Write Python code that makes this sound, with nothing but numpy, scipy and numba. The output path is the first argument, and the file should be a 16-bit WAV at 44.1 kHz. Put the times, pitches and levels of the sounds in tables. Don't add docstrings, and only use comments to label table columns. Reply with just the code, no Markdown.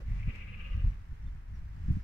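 import sys
import numpy as np
from scipy import signal
from scipy.fft import rfft, irfft
from scipy.io import wavfile
from scipy.ndimage import uniform_filter1d
from numba import njit

SR = 44100
rng = np.random.default_rng(int(sys.argv[2]) if len(sys.argv) > 2 else 0)


def dump(signal):
    limited = np.clip(np.atleast_2d(signal).T, -1, 1)
    pcm = np.round(limited * 32767).astype(np.int16)
    wavfile.write(sys.argv[1], SR, pcm)


N = 89743


def undb(db):
    return 10 ** (np.asarray(db) / 20)


def unit(x):
    return x / np.sqrt(np.mean(x ** 2))


def curve(rows):
    return np.interp(np.arange(N) / SR, *np.array(rows).T)


def colour(x, points):
    hz, db = np.array(points).T
    f = np.maximum(np.arange(N // 2 + 1) * SR / N, 1)
    gain = undb(np.interp(np.log(f), np.log(hz), db))
    low_cut = np.minimum(f / hz[0], 1) ** 2
    return unit(irfft(rfft(x) * gain * low_cut, N))


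@njit
def svf(x, hz, width):
    y = np.empty(len(x))
    band, low = 0., 0.
    for i in range(len(x)):
        g = np.tan(np.pi * hz[i] / SR)
        damping = width / hz[i]
        v = (band + g * (x[i] - low)) / (1 + g * (g + damping))
        band = 2 * v - band
        low = low + 2 * g * v
        y[i] = damping * v
    return y


def resonate(x, hz, width):
    hz = hz * np.ones(N)
    once = svf(x, hz, float(width))
    return unit(svf(once, hz, float(width)))


def walk(rate):
    k = int(SR / rate)
    steps = np.repeat(rng.standard_normal(N // k + 1), k)
    return unit(uniform_filter1d(steps, k)[:N])


def breath():
    # peak t/s, relative level/dB, half length/s
    throb_rows = [(0.09, -14.5, 0.014), (0.125, -12.5, 0.012), (0.168, -10.5, 0.0087), (0.203, -8, 0.013),
                  (.233, -2.5, 0.0062), (.297, 1, .015), (0.355, 1, 0.013), (0.417, -1.5, 0.026),
                  (0.487, -3, 0.018), (0.542, -1, 0.017), (0.608, 0.5, 0.017), (0.663, 0, .018),
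                  (0.731, -5, 0.025), (0.804, -8, 0.023), (.865, -19, 0.021), (0.93, -16.5, 0.016)]
    sustain, smoothing_s = 0.48, 0.063
    t = np.arange(N) / SR
    throbs = sum(undb(db) * np.exp(-((t - s) / half) ** 2) for s, db, half in throb_rows)
    size = int(smoothing_s * SR)
    flow = uniform_filter1d(uniform_filter1d(throbs, size), size)
    return np.hypot(throbs, 2 * sustain * flow), flow


def glottis():
    fold_hz, fold_jitter, voice_jitter = 197.9, 0.07, 0.035
    rasp = 0.23
    phase = np.cumsum(fold_hz * (1 + fold_jitter * walk(150))) / SR
    gate = 1 + rasp * np.cos(2 * np.pi * phase)
    closures = np.diff(np.floor(phase), prepend=0)
    pulses = unit(closures * undb(2.1 * walk(200)))
    voice_phase = np.cumsum(fold_hz * (1 + voice_jitter * walk(40))) / SR
    return gate, pulses, np.sin(2 * np.pi * voice_phase)


def sheep():
    # t/s, centre of the mouth resonance f/Hz
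    mouth_rows = [(.08, 2140), (.2, 2330), (.3, 2400), (.43, 2420), (.54, 2570), (.66, 2770), (.76, 2900),
                  (.84, 2730), (.93, 2040)]
    # f/Hz, width/Hz, relative level/dB
    upper_rows = [(1963, 66, 1.5), (2130, 120, 4), (2318, 80, 2.5), (2530, 126, 4), (2683, 73, -8),
                  (2780, 48, 2), (2888, 45, -6), (3026, 120, -4.5), (3286, 120, -8.5), (3390, 250, -14)]
    # f/Hz, width/Hz, relative level/dB
    throat_rows = [(520, 90, -13), (1210, 170, -10), (1620, 260, -13), (1970, 120, -10)]
    # f/Hz, relative level per Hz/dB
    air_tone = [(200, -5.5), (400, 1.5), (900, -8), (1800, 2), (3000, -7), (3600, -9), (5000, -23.5),
                (8000, -35.5), (15000, -29)]
    bleat_db, throat_db, air_db, ring_db, pulse_db, voice_db = -51, -16, -11, 0.5, -15, -7
    throat_follow = 0.44
    open_db_per_hz, open_hz = 0.0231, 2510
    mouth_width_hz = 1010
    pan_db = 3.5
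    spread = 0.93

    effort, flow = breath()
    gate, pulses, voice = glottis()
    shared, mouth = rng.standard_normal(N), curve(mouth_rows)
    ears = []
    for ear in range(2):
        noise = np.sqrt(1 - spread) * shared + np.sqrt(spread) * rng.standard_normal(N)
        air = gate * noise
        source = air + undb(pulse_db) * pulses
        rings = sum((-1) ** k * undb(db) * resonate(source, hz, w)
                    for k, (hz, w, db) in enumerate(upper_rows))
        upper = undb(ring_db) * resonate(rings, mouth, mouth_width_hz)
        throat = unit(sum(undb(db) * resonate(source, hz, w) for hz, w, db in throat_rows))
        throat_gain = undb(throat_db + open_db_per_hz * (mouth - open_hz))
        body = throat_gain * throat + undb(air_db) * colour(air, air_tone)
        ears.append(effort * upper + effort ** throat_follow * body)
    pan = undb(np.array([[pan_db], [-pan_db]]) / 2)
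    return undb(bleat_db) * (pan * np.array(ears) + undb(voice_db) * 2 * flow * voice)


def wind():
    # t/s, relative level/dB
    gust_rows = [(0.0, -44.5), (0.11, -31), (0.25, -37.5), (0.28, -24.5), (0.32, -45), (0.7, -40.5),
                 (0.72, -30.5), (0.89, -32), (0.92, -37.5), (1.07, -50), (1.13, -35), (1.15, -50.5),
                 (1.27, -35.5), (1.45, -48), (1.5, -39.5), (1.78, -43), (1.92, -27.5), (2.03, -43)]
    # f/Hz, relative level per Hz/dB
    rumble_tone = [(15, -3), (43, 0.5), (75, -6), (100, -9.5), (135, -17.5), (190, -24.5), (260, -39),
                   (500, -79.5)]
    # f/Hz, relative level per Hz/dB
    buffet_tone = [(30, 4), (70, 3), (120, -15), (170, -6.5), (230, -10), (310, -17.5), (450, -32),
                   (900, -63)]
    rumble_db, buffet_db = 0.5, -35.5
    buffet_follow = 0.5
    steady_s = 0.0379
    rumble = colour(rng.standard_normal(N), rumble_tone)
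    rumble = rumble / np.sqrt(uniform_filter1d(rumble ** 2, int(steady_s * SR)))
    buffet = colour(rng.standard_normal((2, N)), buffet_tone)
    gust = curve(gust_rows)
    return undb(gust + rumble_db) * rumble + undb(buffet_follow * gust + buffet_db) * buffet


def bumps():
    # t/s, push level/dB, pitch f/Hz
    bump_rows = [(0.12, -30.5, 57.4), (0.265, -27.5, 72), (.279, -27, 98.4), (0.789, -25, 39),
                 (0.848, -19.5, 66.6), (0.878, -16.5, 41.7), (1.887, -24, 113.4), (1.908, -15, 88.5),
                 (1.971, -27, 127)]
    # f/Hz, relative level per Hz/dB
    body_tone = [(90, -25), (150, -3.5), (200, 0), (250, -10.5), (330, -18), (450, -40), (900, -82)]
    hard_hz = 91.4
    rise_s, decay_s = 0.006, 0.014
    shudder_db, side_db = -22, -0.5
    t, push, shudder = np.arange(N) / SR, 0, 0
    for s, db, hz in bump_rows:
        u = (np.pi * hz * (t - s)) ** 2
        push = push + undb(db) * (2 * u - 1) * np.exp(-u)
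        envelope = np.exp(-np.abs(t - s) / np.where(t < s, rise_s, decay_s))
        shudder = shudder + undb(db) * (hz / hard_hz) ** 2 * envelope
    mid, side = colour(rng.standard_normal((2, N)), body_tone)
    casing = mid + undb(side_db) * side * np.array([[1], [-1]])
    return push + undb(shudder_db) * shudder * casing


def rubs():
    # t/s, half length/s, level/dB
    rub_rows = [(.008, 0.024, -54), (0.288, 0.018, -59), (0.346, 0.045, -64), (0.808, 0.062, -69)]
    # f/Hz, relative level per Hz/dB
    rub_tone = [(200, -7.5), (250, 1.5), (360, -4), (600, -10), (750, -23), (1500, -40.5), (4000, -54.5)]
    t = np.arange(N) / SR
    strokes = sum(undb(db) * np.exp(-((t - s) / half) ** 2) for s, half, db in rub_rows)
    return colour(rng.standard_normal(N), rub_tone) * strokes


def wool():
    # t/s, relative level/dB
    rustle_rows = [(0.0, -71.5), (0.04, -79.5), (0.14, -73), (0.25, -76.5), (0.35, -72), (0.44, -77.5),
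                   (0.9, -74), (1.03, -79.5), (1.26, -77), (1.44, -82), (1.59, -74.5), (1.61, -80.5),
                   (2.0, -71.5), (2.02, -76.5)]
    # f/Hz, relative level per Hz/dB
    wool_tone = [(300, 1), (1000, 12), (2000, 13), (3500, 1), (5500, 0), (7500, -6.5), (9000, -12),
                 (15500, -15.5)]
    # t/s, level/dB
    crackle_rows = [(.178, -74), (0.359, -56)]
    rustle_db, fibre_db, crackle_s = 9.5, -6.5, 0.0013
    fibre_rate = 270
    t = np.arange(N) / SR
    clicks = rng.random((2, N)) < fibre_rate / SR
    fibres = unit(clicks * rng.standard_normal((2, N)))
    rub = colour(rng.standard_normal((2, N)) + undb(fibre_db) * fibres, wool_tone)
    rustle = undb(curve(rustle_rows) + rustle_db + 0.8 * walk(24.46))
    snaps = sum(undb(db) * np.exp(-np.abs(t - s) / crackle_s) for s, db in crackle_rows)
    return rub * (rustle + snaps)


def birds():
    # t/s, half length/s, pitch at the peak f/Hz, glide/(Hz per s), level/dB
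    chirp_rows = [(.178, .008, 5450, -20000, -77), (.207, 0.01, 4460, -16, -73),
                  (0.909, 0.018, 5800, -6000, -81), (0.925, 0.0073, 5900, -4, -93),
                  (1.23, .008, 5720, -12000, -77), (1.275, 0.013, 3540, -6000, -72),
                  (1.56, 0.018, 5600, -12000, -75)]
    t, out = np.arange(N) / SR, 0
    for s, half, hz, glide, db in chirp_rows:
        u = t - s
        cycles = hz * u + glide * u ** 2 / 2 + rng.random((2, 1))
        out = out + undb(db) * np.exp(-(u / half) ** 2) * np.sin(2 * np.pi * cycles)
    return out


def whine():
    # f/Hz, level/dB
    tone_rows = [(4700, -86), (5001, -92), (5410, -87), (5780, -88)]
    start_s, rise_s = 1.83, 0.13
    rise = np.clip((np.arange(N) / SR - start_s) / rise_s, 0, 1)
    tones = 0
    for hz, db in tone_rows:
        cycles = np.cumsum(hz * (1 + 0.002 * walk(38.6))) / SR + rng.random((2, 1))
        tones = tones + undb(db) * np.sin(2 * np.pi * cycles)
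    return rise * tones


def pasture():
    # f/Hz, relative level per Hz/dB
    mid_tone = [(200, -4), (300, -3), (420, -5), (560, -11), (800, -9), (1400, -6.5), (1800, -3),
                (2400, -13.5), (3330, -22.5), (5620, -34.5), (8320, -31.5), (15000, -33.5)]
    # f/Hz, relative level per Hz/dB
    side_tone = [(200, -35.5), (330, -27.5), (450, -11), (600, -8), (950, -4.5), (1490, -19.5),
                 (2650, -16.5), (4290, -36.5), (5510, -32), (8100, -36.5), (15000, -39)]
    mid_db, side_db = -69.5, -68.5
    mid = undb(mid_db + 0.37 * walk(9.1)) * colour(rng.standard_normal(N), mid_tone)
    side = undb(side_db + 0.41 * walk(2.7)) * colour(rng.standard_normal(N), side_tone)
    return mid + side * np.array([[1], [-1]])


def scene():
    port_lag_s = 0.00063
    t = np.arange(N) / SR
    left, right = wind() + bumps()
    handling = np.array([left, np.interp(t - port_lag_s, t, right)]) + rubs()
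    return sheep() + handling + wool() + birds() + whine() + pasture()


def record(dry):
    top_hz = 15700
    opening = np.minimum(np.arange(N) / SR / 0.004, 1)
    low_pass = signal.ellip(10, 0.2, 80, top_hz, fs=SR, output="sos")
    return signal.sosfilt(low_pass, dry * opening)


dry = scene()
out = record(dry)
dump(out)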